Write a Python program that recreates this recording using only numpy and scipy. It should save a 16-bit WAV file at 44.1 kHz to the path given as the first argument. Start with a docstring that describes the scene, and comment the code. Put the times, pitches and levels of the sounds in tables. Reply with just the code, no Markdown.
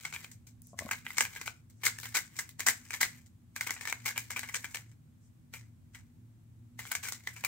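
"""A plastic twisty cube is turned fast in the hands, close to a phone on a desk in a small room.
It starts with a quick burst of sharp clicks, each ringing the hollow pieces and shaking them into a rattle.
A lull has light ticks of a nail or loose piece, faint sliding skin and a dull knocking creak; long turning follows.
After about 4.8 s it nearly rests, with lone clicks and faint slides; from 6.8 s turning resumes to the end.
A low machine hum, made of narrow bands of noise, fills the room throughout over the microphones' hiss."""
import sys
import numpy as np
from scipy import signal
from scipy.fft import rfft, irfft
from scipy.io import wavfile
from scipy.ndimage import uniform_filter1d

SR = 44100
rng = np.random.default_rng(int(sys.argv[2]) if len(sys.argv) > 2 else 0)


def master(y):
    """Save y as 16-bit WAV."""
    cut = np.clip(np.atleast_2d(y).T, -1, 1)
    pcm = np.round(cut * 32767)  # scale
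    wavfile.write(sys.argv[1], SR, pcm.astype(np.int16))


N = 329832  # samples, about 7.5 s

# a layer catches or snaps home:
# (time [s], strength [dB], rattle compared with the click [dB], strength of the crack's treble [dB])
LAYER_CLICKS = [(0.0512, -23, -16, -12.5), (0.126, -29.5, -20, -10), (0.138, -27.5, -17.5, -8),
                (0.147, -25.5, -20, -11.5), (0.1623, -24.5, -29, -19), (0.2448, -29, -24, -11),
                (0.7895, -20.5, -23.5, -8.5), (0.89, -24.5, -31, -19), (0.9125, -14.5, -14, -14),
                (1.0654, -21.5, -25, -31), (1.1047, -28.5, -25, -13.5), (1.17, -29, -11.5, -7.5),
                (1.1826, -10, -24.5, -6), (1.2075, -7, -21.5, -9), (1.2513, -20.5, -23.5, -12),
                (1.3621, -30, -8.5, -13), (1.4138, -23, -22.5, -9.5), (1.4607, -31.5, -6.5, -6),
                (1.478, -18, -55, -17), (1.8358, -27, -7, -12), (1.8541, -24.5, -6.5, -2),
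                (1.8664, -10.5, -20, -9.5), (1.9865, -29, -21.5, -6), (2.0333, -30.5, -10, -9),
                (2.0558, -26.5, -13.5, -8), (2.148, -19.5, -6, -7.5), (2.168, -17.5, -13, -6.5),
                (2.39, -22.5, -15.5, -7), (2.4912, -40, -21.5, -1.5), (2.595, -29, -7.5, -9),
                (2.6046, -23.5, -24, -1.5), (2.6658, -20, -7.5, -7.5), (2.674, -17.5, -15, -10),
                (2.6852, -11.5, -15, -6.5), (2.9067, -26.5, -17.5, -7.5), (2.9334, -27, -6, -9.5),
                (3.0096, -19, -8.5, -6.5), (3.03, -15, -14.5, -9.5), (3.5626, -23.5, -21, -10),
                (3.6102, -21, -16, -9), (3.667, -26.5, -9.5, -17), (3.672, -27.5, -21, -1.5),
                (3.695, -22.5, -19.5, -31.5), (3.7067, -15, -26, -7), (3.764, -38, -7, -28),
                (3.8107, -25.5, -16.5, -11), (3.8537, -24.5, -21, -8.5), (3.8739, -21, -16.5, -10.5),
                (3.898, -25.5, -19.5, -4), (3.926, -17, -34.5, -8.5), (4.0581, -23.5, -9, -7),
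                (4.0645, -23.5, -19, -4), (4.079, -21.5, -15.5, -7), (4.1091, -27.5, -20, -8),
                (4.1612, -25.5, -11, -18), (4.178, -15.5, -22.5, -5), (4.3057, -22, -14, -11),
                (4.363, -26.5, -5.5, -18), (4.3934, -24.5, -22.5, -3), (4.432, -25.5, -11.5, -16.5),
                (4.4889, -31, -9.5, -15.5), (4.5449, -15, -16.5, -13.5), (4.644, -21.5, -19, -13),
                (4.7463, -20, -22, -8), (4.757, -29, -23, -4), (4.771, -25.5, -24, -11),
                (4.9157, -48.5, -19.5, -11), (5.538, -27, -16, -12.5), (5.948, -37.5, -13.5, -13),
                (6.7917, -26.5, -16.5, -12.5), (6.853, -28.5, -25, -16.5), (6.9161, -22, -14, -9),
                (6.9518, -20, -21, -6), (7.0314, -40, -2, -6.5), (7.051, -26.5, -11.5, -9.5),
                (7.0745, -30, -11, -8.5), (7.086, -29, -17.5, -4.5), (7.1223, -24, -21.5, -3),
                (7.273, -21.5, -20, -10), (7.3633, -37, -9, -15.5), (7.4388, -21, -17, -16.5),
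                (7.448, -17.5, -20, -6)]
# further fainter clicks, with a common rattle and treble: (time [s], strength [dB])
FAINT_CLICKS = [(0.3147, -47), (.4697, -50.5), (.4865, -58), (2, -41.5), (1.7, -57.5), (2.0892, -48),
                (2.367, -42.5), (4.558, -35.5), (3.262, -59.5)]
TICK_RATTLE_DB, TICK_TREBLE_DB = -16, 3
RATTLE_PER_S, RATTLE_FADE_S, RATTLE_RISE_S, RATTLE_SCATTER_DB = 1800, 0.017, 0.0025, 4.5
# spells of turning: (start [s], end [s], strength of layer dragging on layer [dB])
TURNING_SPELLS = [(0, 0.25, -58.5), (0.785, 0.963, -56.5), (1.052, 1.403, -56), (1.354, 1.509, -63),
                  (1.817, 2.455, -63), (2.591, 3.169, -63), (3.56, 3.933, -56.5), (4, 4.816, -62.5),
                  (5.536, 5.563, -60), (5.94, 5.966, -64), (6.791, 6.913, -56), (6.962, 7.193, -64),
                  (7.23, 7.48, -63)]
DRAG_RISE_DB_PER_S, DRAG_FALL_DB_PER_S = 1299, 200
# ways the hollow pieces ring: (unbent pitch [Hz], relative level [dB], time to fade by 60 dB [s])
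PIECE_MODES = [(266, -4, 0.0331), (475, -9.5, 0.026), (880, -21.5, 0.02), (1030, -10, 0.0087),
               (1434, -19, 0.02), (1640, -3.5, 0.02), (2190, 0, 0.017), (2205, 0.5, 0.012),
               (3000, -2, 0.0046)]
# tone of two hard faces cracking together: (frequency [Hz], relative level [dB])
CRACK_TONE = [(800, -48.5), (2500, -13), (4000, -3.5), (5200, -4), (6700, -0.5), (8300, 0), (9600, -10.5),
              (12000, -7), (15500, -6.5)]
SQUEEZE = .085  # share by which the grip bends a mode up or down
GRIP_DB = 2.1  # spread of damping by the hands
TRAVEL_S = .0003  # longest time a blow takes to reach the far pieces
# a dull knocking creak, perhaps of desk or chair: (time [s], strength [dB], extra for the lowest mode [dB])
CREAK_KNOCKS = [(0.7318, -38, -11), (0.742, -39.5, -13), (0.809, -31, -3), (0.821, -27.5, -16),
                (0.8338, -46, -4), (0.851, -35.5, 3.5), (0.865, -29.5, -16.5)]
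# ways the creak's knocks ring: (pitch [Hz], relative level [dB], time to fade by 60 dB [s])
CREAK_MODES = [(250, 2.5, 0.064), (673, 4, 0.025), (1050, 1, 0.02)]
# a fingernail catches an edge, all treble: (time [s], strength [dB])
NAIL_TICKS = [(0.619, -38), (.6704, -42), (6.9176, -17)]
NAIL_HZ = 9150
# skin slides over a face: (start [s], length [s], level at the middle of the slide [dB])
SKIN_SLIDES = [(2, .1, -78), (5.21, 0.12, -85.5), (5.2, 0.1, -76), (.615, 0.14, -64), (1.74, .09, -74.5)]
SKIN_HZ, SKIN_WIDTH_HZ = 7100, 3000
ROOM_T60_S, ROOM_DB, DESK_S, DESK_DB = 0.25, -11.5, 0.00098, -17
# bands of the machine hum: (centre [Hz], width [Hz], level before it wavers [dB])
HUM_BANDS = [(44, 12, -78), (62, 9.4, -73), (94.2, 21, -62.5), (114.66, 6.8, -59.5), (148.4, 24, -68),
             (198, 88, -68), (242.8, 11.1, -68), (313.2, 60, -78.5)]
# tone of the microphone hiss: (frequency [Hz], relative level per Hz [dB])
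HISS_TONE = [(300, 9.5), (1500, 3), (5000, -4.5), (8000, -0.5), (10000, -5), (16000, -3.5)]
HISS_DB = -74
LEFT_DB, LEFT_LEAD_S = 2.5, .00007  # left side is louder and earlier by this much
MIC_HZ, TOP_HZ = 15750, 16740  # edges of two steep treble cuts


def cube():
    """Every tiny blow, from clicks and from drag, rings the hollow pieces and makes a crack."""
    s, force, treble = (np.concatenate(pair) for pair in zip(clicks(), drag()))
    return hollow_pieces(s, force) + hard_crack(s, force * treble)


def hollow_pieces(s, force):
    """Each blow strikes another spot, so the damped modes share it anew, differently at each microphone."""
    body = 0
    for hz, db, t60 in PIECE_MODES:
        share = rng.standard_normal((2, len(s)))
        reached = s + TRAVEL_S * rng.random(len(s))
        damped = force * undb(GRIP_DB * wander(s))
        bend_choice = np.clip(np.round(wander(s)), -1, 1)
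        for bend in (-1, 0, 1):
            struck = damped * (bend_choice == bend)
            left = train(reached, struck * (1 + 0.38 * share[0] + 0.4 * share[1]))
            right = train(reached, struck * (1 + 0.38 * share[0] - 0.4 * share[1]))
            bent_hz = hz * (1 + bend * SQUEEZE)
            body = body + undb(db - 12.5) * ring(np.array([left, right]), bent_hz, t60)
    # so small a body sends out little bass
    return signal.sosfilt(signal.butter(2, 850, "highpass", fs=SR, output="sos"), body)


def hard_crack(s, force):
    """Hard faces meeting crack: noise under a steep fade, each of three bands shaded anew by the grip."""
    fade = np.exp(-np.arange(300) / (0.00083 * SR))
    crack = 0
    for kind, edge in (("lowpass", 5000), ("bandpass", [5000, 9500]), ("highpass", 9500)):
        power = (force * undb(1.3 * GRIP_DB * wander(s))) ** 2
        # overlapping cracks add by power
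        puff = np.sqrt(np.abs(signal.fftconvolve(train(s, power), fade ** 2)[:N]))
        shared, opposed = rng.standard_normal((2, N))
        pair = puff * (shared + 0.87 * opposed * np.array([[1], [-1]]))
        crack = crack + signal.sosfilt(signal.butter(3, edge, kind, fs=SR, output="sos"), pair)
    return undb(8.5) * colour(crack, CRACK_TONE)


def clicks(count=110, size=9):
    """A few ticks lead up to each click, which lands as a tight cluster; loose pieces tick on after it."""
    faint = [(s, db, TICK_RATTLE_DB, TICK_TREBLE_DB) for s, db in FAINT_CLICKS]
    s, db, rattle_db, treble_db = np.array(LAYER_CLICKS + faint).T[:, :, None]
    chance = rng.random((len(s), 3, count))
    # random gaps between ticks; time zero is the tick numbered "size", the click itself
    late = np.cumsum(-np.log(1 - chance[:, 0]) / RATTLE_PER_S, axis=1)
    late -= late[:, size:size + 1]
    envelope = np.where(late < 0, np.exp(late / RATTLE_RISE_S), np.exp(-late / RATTLE_FADE_S))
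    force = undb(db + rattle_db) * scatter(chance[:, 1]) * envelope
    cluster = slice(size, size + 3)
    force[:, cluster] = undb(db) * undb([1.5, -5, -8])
    treble = undb(treble_db) + 0 * late
    treble[:, cluster] *= undb(-5.5)  # the heavy blows are duller than the ticks
    direction = np.sign(chance[:, 2] - .5)
    return (s + late).ravel(), (force * direction).ravel(), treble.ravel()


def drag(count=12000):
    """Layers stick and slip: dense tiny ticks in uneven gusts, quick to start and slower to die away."""
    s = np.sort(rng.random(count)) * N / SR
    start, end, db = np.array(TURNING_SPELLS).T[:, :, None]
    before_db = DRAG_RISE_DB_PER_S * np.maximum(start - s, 0)
    after_db = DRAG_FALL_DB_PER_S * np.maximum(s - end, 0)
    strongest_db = np.max(db - (before_db + after_db), axis=0)
    gusts = uniform_filter1d(np.repeat(rng.standard_normal(count // 20), 20), size=10)
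    force = undb(strongest_db + 2.5 * gusts) * scatter(rng.random(count))
    return s, force * np.sign(rng.standard_normal(count)), np.full(count, undb(-7.5))


def scatter(chance):
    """Sizes of loose ticks: most small, a few up to four times larger."""
    return np.minimum(undb(-RATTLE_SCATTER_DB * np.log(1 - chance)), 4)


def fingernails():
    """A nail catching an edge ticks: a very short burst of noise with only its treble kept."""
    s, db = np.transpose(NAIL_TICKS)
    fade = np.exp(-np.arange(300) / (0.0014 * SR))
    tick = signal.fftconvolve(train(s, undb(db)), fade)[:N] * rng.standard_normal((2, N))
    return signal.sosfilt(signal.butter(2, NAIL_HZ, "highpass", fs=SR, output="sos"), tick)


def sliding_skin():
    """Skin rubbing a face hisses faintly: a band of noise that swells and sinks with the pressure."""
    t = np.arange(N) / SR
    pressure = 0
    for start, length, db in SKIN_SLIDES:
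        pressure = pressure + undb(db) * np.sin(np.pi * np.clip((t - start) / length, 0, 1))
    return pressure * narrow(SKIN_HZ, SKIN_WIDTH_HZ, channels=2)


def creak_knocks():
    """A dull knocking creak, perhaps of desk or chair: two uneven pushes a knock ring low damped modes."""
    s, db, low_db = np.transpose(CREAK_KNOCKS)
    push_s = (s[:, None] + rng.random((len(s), 2)) * [0, .004]).ravel()
    soft_push = np.hanning(40) / 19
    knocks = 0
    for k, (hz, gain_db, t60) in enumerate(CREAK_MODES):
        force = undb(db + low_db * (k == 0))[:, None] * [1, .5]
        push = signal.fftconvolve(train(push_s, force.ravel()), soft_push)[:N]
        knocks = knocks + undb(gain_db - 10.0) * ring(push, hz, t60)
    return knocks


def room(x):
    """The desk top echoes at once; the walls answer with a short diffuse tail, duller as it fades."""
    t = np.arange(int(.3 * SR)) / SR
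    tail = rng.standard_normal((2, len(t))) * (t > .003)
    dull = signal.sosfilt(signal.butter(1, 9000, fs=SR, output="sos"), tail)
    bright = tail - dull
    tail = dull * 1000 ** (-t / ROOM_T60_S) + bright * 1000 ** (-t / (0.65 * ROOM_T60_S))
    tail *= undb(ROOM_DB) / np.sqrt(np.sum(tail ** 2, axis=1, keepdims=True))
    tail[0, int(DESK_S * SR)] += undb(DESK_DB)
    tail[1, int(1.15 * DESK_S * SR)] += undb(DESK_DB)  # a slightly longer path to the right
    return signal.fftconvolve(x, tail, axes=1)[:, :N]


def machine_hum():
    """A machine rumbles unsteadily through low room resonances, nearly alike at both microphones."""
    t = np.arange(N) / SR
    hum = 0
    for hz, width_hz, db in HUM_BANDS:
        shared, opposed = narrow(hz, width_hz, channels=2)
        # the two sides differ more at higher pitch
        pair = shared + (.09 + hz / 800) * opposed * np.array([[1], [-1]])
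        hum = hum + undb(db + 1.4 * wander(t, hold_s=.3)) * pair
    return hum


def microphone_hiss():
    """Each microphone hisses on its own: separate noise, coloured alike."""
    return level(colour(rng.standard_normal((2, N)), HISS_TONE), HISS_DB)


def undb(db):
    """Turn decibels into a plain multiplier."""
    return 10 ** (np.asarray(db) / 20)


def level(x, db):
    """Set the average (rms) level of a sound."""
    return x * undb(db) / np.sqrt(np.mean(x ** 2))


def colour(x, points):
    """Shape the tone through (Hz, dB) points without sounding early, using the folded cepstrum."""
    hz, db = np.transpose(points)
    grid = np.linspace(1, SR / 2, num=513)
    cepstrum = irfft(np.log(undb(np.interp(np.log(grid), np.log(hz), db))))
    cepstrum[1:512] *= 2
    cepstrum[513:] = 0
    response = irfft(np.exp(rfft(cepstrum)))
    return signal.fftconvolve(x, response[None], axes=1)[:, :N]


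def train(s, size):
    """Place impulses of the given sizes at the given times in seconds."""
    at = np.clip((s * SR).astype(int), 0, N - 1)
    return np.bincount(at, size, N)


def ring(x, hz, t60):
    """One damped mode: a struck tone that fades by 60 dB in t60 seconds."""
    r = np.exp(-np.log(1000) / (t60 * SR))
    w = 2 * np.pi * hz / SR
    return signal.lfilter([0, r * np.sin(w)], [1, -2 * r * np.cos(w), r * r], x)


def narrow(hz, width_hz, channels):
    """Noise through a band-pass resonance, set to an rms of 1."""
    edges = [max(hz - width_hz / 2, 5), hz + width_hz / 2]
    sos = signal.butter(2, edges, "bandpass", fs=SR, output="sos")
    return level(signal.sosfilt(sos, rng.standard_normal((channels, N))), 0)


def wander(s, hold_s=0.027):
    """A chance value gliding to a new one every hold_s seconds: a changing grip or a wavering hum."""
    knots = np.arange(-1, N / SR / hold_s + 2) * hold_s
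    return np.interp(s, knots, rng.standard_normal(len(knots)))


def scene():
    """The cube and the creak sit a little nearer the left microphone; room, hum and hiss surround them."""
    near = cube() + fingernails() + sliding_skin() + creak_knocks()
    direct = near * undb([[LEFT_DB / 2], [-LEFT_DB / 2]])
    direct[1] = np.roll(direct[1], int(LEFT_LEAD_S * SR))
    return direct + room(near) + machine_hum() + microphone_hiss()


def record(dry):
    """The phone drops the deepest bass and cuts the top steeply, in two steps."""
    x = signal.sosfilt(signal.butter(3, 38, "highpass", fs=SR, output="sos"), dry)
    x = signal.sosfilt(signal.ellip(7, .3, 30, MIC_HZ, fs=SR, output="sos"), x)
    return signal.sosfilt(signal.ellip(8, .3, 40, TOP_HZ, fs=SR, output="sos"), x)


dry = scene()
out = record(dry)
master(out)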